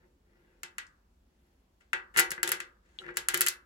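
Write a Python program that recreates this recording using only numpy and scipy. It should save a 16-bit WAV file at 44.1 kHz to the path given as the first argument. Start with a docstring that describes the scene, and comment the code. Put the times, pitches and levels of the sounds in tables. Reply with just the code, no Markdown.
"""A bicycle freehub body is worked into its hub by hand, close up, in a small workshop.
The pawls snap over the ratchet teeth in short uneven runs; each snap cracks in the hub shell,
pings at its own pitch, scatters through wheel and room and leaves the spokes ringing.
Metal scrapes and fingers rub in between, as streams of tiny contacts on the same resonances.
Underneath lie quiet room tone and the low rumble of the handled wheel."""
import sys
import numpy as np
from scipy import signal
from scipy.io import wavfile

SR = 44100
rng = np.random.default_rng(int(sys.argv[2]) if len(sys.argv) > 2 else 0)


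def master(y):
    """Save y as 16-bit WAV."""
    cut = np.clip(np.atleast_2d(y).T, -1, 1)
    pcm = np.round(cut * 32767)  # scale
    wavfile.write(sys.argv[1], SR, pcm.astype(np.int16))


N = 160965
T = np.arange(N) / SR

# pawl snaps and knocks of the hub body: start_s, thud_db, clack_db, snap_db, sizzle_db, ping_hz
CLICKS = [ (0.6328, -53.5, -30.5, -29.5, -41.5, 2120), (0.7824, -64.5, -25.5, -29.5, -41, 1400),
          (0.867, -91, -70, -52, -82, 5000), (1.9314, -44.5, -15, -28.5, -42.5, 1617),
          (2.162, -38, -19, -36, -47, 1355), (2.172, -32.5, -19.5, -20, -23, 8370),
          (2.1762, -71, -27, -16.5, -21, 12900), (2.183, -37, -26, -16.5, -47, 1900),
          (2.189, -40, -13, -16.5, -28, 1620), (2.195, -68.5, -29, -12, -16, 7600),
          (2.2018, -48, -18, -19, -18, 11000), (2.3061, -42, -40, -26.5, -35, 5470),
          (2.3165, -47, -26, -26, -29, 10000), (2.3793, -46.5, -32, -82, -66, 1750),
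          (2.4305, -39, -19, -17, -21, 7610), (2.433, -40.5, -37.5, -38, -33, 2000),
          (2.476, -35.5, -27, -22, -29, 3445), (2.491, -49.5, -26, -27, -27.5, 8600),
          (2.5177, -45, -17.5, -17, -18, 12450), (2.6024, -54.5, -27.5, -30, -42.5, 2540),
          (3.0890, -47, -32, -63.5, -80.5, 1530), (3.1702, -42.5, -22, -18, -21.5, 1660),
          (3.2855, -48.5, -18.5, -17, -19.5, 7120), (3.338, -34, -30.5, -36, -55, 1390),
          (3.3429, -48.5, -18, -17, -19, 9700), (3.375, -48, -34, -26.5, -27, 11950),
          (3.4083, -55, -21, -16.5, -13.5, 11100), (3.4155, -43, -23, -14, -15, 1610),
          (3.4641, -87, -22.5, -19, -18.5, 1710), (3.4705, -62, -21.5, -18, -28, 3090),
          (3.4845, -59, -29, -16.5, -15, 4570)]
# how alike left and right are in the diffuse sound: freq_hz, correlation
STEREO_LIKENESS = [(60, 1), (330, .88), (640, -0.069), (1400, -0.064), (6800, 0.069), (15000, 0.75)]
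# how the ringing and scatter lean to the left: freq_hz, left_minus_right_db
STEREO_LEAN = [(150, -1), (380, 2), (700, -2), (1300, -0.1), (2400, 3), (5000, 0)]


def from_db(db):
    """Decibels to gain."""
    return 10 ** (np.asarray(db) / 20)


def unit_rms(x):
    """Scale each channel to unit rms."""
    return x / np.sqrt(np.mean(x ** 2, axis=-1, keepdims=True) + 1e-20)


def at_hz(rows, hz, column=1):
    """Read a column of a table on a log-frequency axis."""
    rows = np.array(rows)
    return np.interp(np.log(hz), np.log(rows[:, 0]), rows[:, column])


def pan(lean_db):
    """Left and right gains, lean_db apart."""
    return from_db(np.array([[lean_db], [-lean_db]]) / 2)


def ring(blows, hz, t60):
    """Each blow sets a damped resonance ringing, with nothing in the bass."""
    decay, angle = from_db(-60 / (t60 * SR)), 2 * np.pi * hz / SR
    return signal.lfilter([.5, 0, -.5], [1, -2 * decay * np.cos(angle), decay * decay], blows + 1e-18)


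def swell_and_fade(energy, t60, swell_s):
    """Energy builds up briefly after each blow, then dies away."""
    decay, rise = 10 ** (-6 / (t60 * SR)), np.exp(-1 / (swell_s * SR))
    return signal.lfilter([1 - rise], [1, -decay - rise, decay * rise], energy + 1e-18)


def noise_bands():
    """Third-octave stereo noises of unit rms, alike in the bass, as pairs of centre_hz, noise."""
    edges_hz = 22 * 2 ** (np.arange(30) / 3)
    white, bands = rng.standard_normal((2, 2, N + 8000)), []
    for k, (low, high) in enumerate(zip(edges_hz, edges_hz[1:])):
        bandpass = signal.butter(2, [low, high], "band", fs=SR, output="sos")
        mid, side = signal.sosfilt(bandpass, white[k % 2])[:, -N:]
        hz = np.sqrt(low * high)
        alike = at_hz(STEREO_LIKENESS, hz)
        bands.append((hz, unit_rms(np.sqrt(1 + alike) * mid + np.sqrt(1 - alike) * side * [[1], [-1]])))
    return bands


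def level_at(hz, thud, clack, snap, sizzle):
    """Level of a contact in dB at one frequency, blended from its four registers."""
    # register edges: thud_top_hz, clack_low_hz, clack_top_hz, snap_low_hz, snap_top_hz, sizzle_low_hz
    edges_hz = [450, 1300, 2300, 4800, 8000, 11500]
    shares = [np.interp(np.log(hz), np.log(edges_hz), row) for row in np.eye(len(edges_hz))]
    return np.dot(shares, [thud, clack, clack, snap, snap, sizzle])


def force(contacts, hz, spread_db=0):
    """One impulse per contact at its strength for hz; with spread, each blow favours different modes."""
    start_s, *levels = contacts.T
    db = level_at(hz, *levels)
    if spread_db:
        db = db + spread_db * rng.standard_normal(4000)[:len(start_s)]
    return np.bincount((start_s * SR).astype(int), from_db(db), N)[:N]


def scrape_grains():
    """Each scrape is a run of tiny contacts that swells and fades: rows of time and register levels."""
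    # sliding metal and dragging fingers: start_s, length_s, thud_db, clack_db, snap_db, sizzle_db
    scrapes = [(0, .06, -59.5, -60, -113, -88), (0.243, 0.4, -67.5, -64.5, -82, -84),
               (1.259, 0.39, -76, -74.5, -79, -79), (1.801, 0.024, -74, -53.5, -61, -78),
               (2.138, 0.027, -46.5, -34.5, -44, -56), (2.173, .034, -40, -11, -38, -21),
               (2.825, 0.24, -66.5, -61.5, -65, -87), (2.985, 0.045, -46, -47.5, -48.5, -66),
               (3.026, .09, -42.5, -36, -60.5, -81), (3.138, 0.06, -55.5, -46.5, -47, -75),
               (3.348, .1, -45.5, -35, -37, -46)]
    grains_per_s, grain_db, spread_db = 490, -11, 2
    grains = []
    for start_s, length_s, *levels in scrapes:
        count = int(length_s * grains_per_s)
        place, size = rng.random(1000)[:count], rng.standard_normal(1000)[:count]
        arch_db = 10 * np.log10(np.sin(np.pi * place))
        db = grain_db + arch_db + spread_db * size
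        grains.append(np.column_stack([start_s + length_s * place, np.add.outer(db, levels)]))
    return np.vstack(grains)


def hub_shell(contacts):
    """The dry crack: each contact lands twice and rings the shell for a few milliseconds."""
    # quickly damped modes of the hand-held shell: pitch_hz, level_db, t60_s, left_minus_right_db
    modes = [(890, -23.5, 0.0067, 3), (1358, -1, 0.0066, 6), (1920, 3.5, .007, 7.5),
             (2887, -3, 0.0011, 14.5), (4350, -1, 0.0018, 4), (5800, -11, 0.001, 3),
             (7230, 6, 0.0024, -1.5), (10430, 6.5, 0.0064, 0.5), (12040, 5, 0.004, 0),
             (15400, -1.5, 0.0027, 1)]
    shell_db, left_lag_s = -2, .00018
    bounce_db, bounce_s = -10, 0.00045
    bounces = contacts + bounce_db
    bounces[:, 0] = contacts[:, 0] + bounce_s * (.5 + rng.random(4000)[:len(contacts)])
    landings = np.vstack([contacts, bounces])
    crack = 0
    for k, (hz, db, t60, lean_db) in enumerate(modes):
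        blows = force(landings, hz, spread_db=2.5)
        crack = crack + (-1) ** k * from_db(db) * pan(lean_db) * ring(blows, hz, t60)
    left, right = crack
    return from_db(shell_db) * np.array([np.interp(T - left_lag_s, T, left), right])


def spokes(contacts):
    """The wheel takes up each blow and rings on, its modes out of step with each other and across sides."""
    # ringing spokes and rim: pitch_hz, level_db
    modes = [(339.2, -6.5), (356, -3.5), (376.7, -10), (474, -13.5), (550, -17), (772, -15.5), (904, -15.5),
             (1204, -22.5), (1405, -19.5), (1528, -18), (1612, -16), (1660, -19.5), (1937, -15.5),
             (2040, -17), (2284, -25.5), (2645, -20), (2750, -26), (3054, -22), (4258, -27.5), (6490, -27),
             (7530, -24.5)]
    spokes_db, swell_s = -3.5, 0.0014
    lowest_hz, lowest_t60_s = modes[0][0], 0.4
    ringing, t = 0, T[:SR // 2]
    for k, (hz, db) in enumerate(modes):
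        t60 = lowest_t60_s * (lowest_hz / hz) ** 0.31   # higher modes die sooner
        envelope = from_db(-60 * t / t60) * (1 - np.exp(-t / swell_s))
        right_phase = (-1) ** k * np.arccos(at_hz(STEREO_LIKENESS, hz))
        phase = 2 * np.pi * (hz * t + rng.random()) + np.array([[0], [right_phase]])
        tone = envelope * np.sin(phase) * pan(at_hz(STEREO_LEAN, hz))
        blows = force(contacts, hz, spread_db=2.5)
        ringing = ringing + from_db(db + spokes_db) * signal.fftconvolve(blows[None], tone)[:, :N]
    return ringing


def scatter(contacts, bands):
    """Dense wheel resonances, the same for every blow, and a diffuse tail that differs each time."""
    # scatter off hands, bench and walls: freq_hz, early_db, late_db, late_t60_s
    reflections = [(86, -33.5, -35.5, 0.12), (170, -27, -16.5, 0.17), (250, -31.5, -37.5, 0.1),
                   (385, -20, -21, 0.13), (524, -17, -18, 0.56), (674, -35, -32.5, 0.093),
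                   (855, -15, -25.5, 0.36), (1100, -20.5, -33, 0.47), (1472, -6.5, -26.5, 0.43),
                   (1980, -12.5, -22, 0.23), (2814, -15, -21.5, 0.18), (5230, -15, -23, 0.15),
                   (7500, -9, -23.5, 0.14), (11300, -6.5, -22.5, 0.16), (16200, -20, -32.5, 0.078)]
    early_t60_s, early_swell_s, late_swell_s = 0.018, 0.0017, 0.0013
    diffuse_share = 0.54   # of the late energy
    wash, impulse = 0, signal.unit_impulse(SR // 2)
    for hz, noise in bands:
        if hz > reflections[0][0] / 2:
            early_db, late_db, t60 = (at_hz(reflections, hz, column) for column in (1, 2, 3))
            early = from_db(early_db) ** 2 * swell_and_fade(impulse, early_t60_s, early_swell_s)
            late = from_db(late_db) ** 2 * swell_and_fade(impulse, t60, late_swell_s)
            energy = early + (1 - diffuse_share) * late
            response = unit_rms(np.sqrt(energy) * noise[:, :len(impulse)]) * np.sqrt(np.mean(energy))
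            blows = force(contacts, hz)
            resonances = signal.fftconvolve(blows[None], response)[:, :N]
            tail_energy = diffuse_share * swell_and_fade(blows ** 2, t60, late_swell_s)
            tail = from_db(late_db) * np.sqrt(tail_energy) * noise
            wash = wash + pan(at_hz(STEREO_LEAN, hz)) * (resonances + tail)
    return wash


def room_tone(bands):
    """A quiet bed of workshop noise, each band wavering a little on its own."""
    # colour of the room tone: freq_hz, level_db
    spectrum = [(35, -3), (65, 1.5), (110, -16), (200, -7), (500, -18), (900, -21.5), (2000, -28.5),
                (8000, -35), (16000, -40.5)]
    room_db, waver_db = -69.5, 1.2
    bed = 0
    for hz, noise in bands:
        waver = np.interp(T, np.linspace(0, T[-1], 50), rng.standard_normal(50))
        bed = bed + noise * np.sqrt(hz) * from_db(at_hz(spectrum, hz) + waver_db * waver)
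    return from_db(room_db) * unit_rms(bed)


def handling_rumble():
    """The wheel rumbles as it is handled: an octave of deep noise that rises and falls."""
    # rumble envelope: time_s, level_db
    swells = [(0, -67), (1.8, -72.5), (2.2, -65), (2.8, -68), (3.1, -66.5), (3.35, -61.5), (3.65, -74)]
    top_hz = 54.3
    bandpass = signal.butter(2, [top_hz / 2, top_hz], "band", fs=SR, output="sos")
    rumble = signal.sosfilt(bandpass, rng.standard_normal(N))
    return from_db(np.interp(T, *np.transpose(swells))) * unit_rms(rumble)


def ping(start_s, hz, db, t60):
    """A small steel part rings briefly at one pitch; a few neighbouring resonances carry it on faintly."""
    swell_s, afterring_db, afterring_t60_s = 0.00019, -15, 0.075
    t = T[:SR // 3]
    strike = from_db(-60 * t / t60) * np.sin(2 * np.pi * hz * t + np.array([[0], [1]]))
    neighbours_hz = hz * (1 + .2 * rng.uniform(-1, 1, (8, 1, 1)))
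    cluster = np.sin(2 * np.pi * (neighbours_hz * t + rng.random((8, 2, 1)))).sum(axis=0)
    afterring = unit_rms(cluster) / np.sqrt(2) * from_db(afterring_db - 60 * t / afterring_t60_s)
    attack = 1 - np.exp(-t / swell_s)
    tone = from_db(db) * pan(at_hz(STEREO_LEAN, hz)) * attack * (strike + afterring)
    return np.pad(tone, ((0, 0), (int(start_s * SR), N)))[:, :N]


def steel_parts():
    """Every click pings in proportion to how hard it strikes at that pitch; light touches only ping."""
    # light touches of small steel parts: start_s, pitch_hz, level_db, t60_s
    tinks = [(2.9879, 3500, -21.5, 0.0053), (3.018, 1370, -42, 0.047)]
    ping_db, ping_t60_s = -5, 0.019
    pings = [(start_s, hz, ping_db + level_at(hz, *levels), ping_t60_s) for start_s, *levels, hz in CLICKS]
    return sum(ping(*row) for row in pings + tinks)


def scene():
    """Clicks and scrapes sound through shell, spokes and room, over room tone and rumble."""
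    bands = noise_bands()
    contacts = np.vstack([np.array(CLICKS)[:, :-1], scrape_grains()])
    freehub = hub_shell(contacts) + spokes(contacts) + scatter(contacts, bands) + steel_parts()
    return freehub + room_tone(bands) + handling_rumble()


def record(dry):
    """The centre of the stereo image has dips in the treble; deep bass and the very top are cut."""
    # narrow treble dips in the centre of the stereo image: freq_hz, q, depth (0-1)
    dips = [(9175, 6.4, 1), (13600, 10, 0.7)]
    low_cut_hz, high_cut_hz = 41.7, 16100
    for hz, q, depth in dips:
        dry = dry - depth * signal.lfilter(*signal.iirpeak(hz, q, fs=SR), dry.mean(axis=0))
    dry = signal.sosfilt(signal.butter(4, low_cut_hz, "high", fs=SR, output="sos"), dry)
    return signal.sosfilt(signal.ellip(10, .2, 70, high_cut_hz, fs=SR, output="sos"), dry)


dry = scene()
out = record(dry)
master(out)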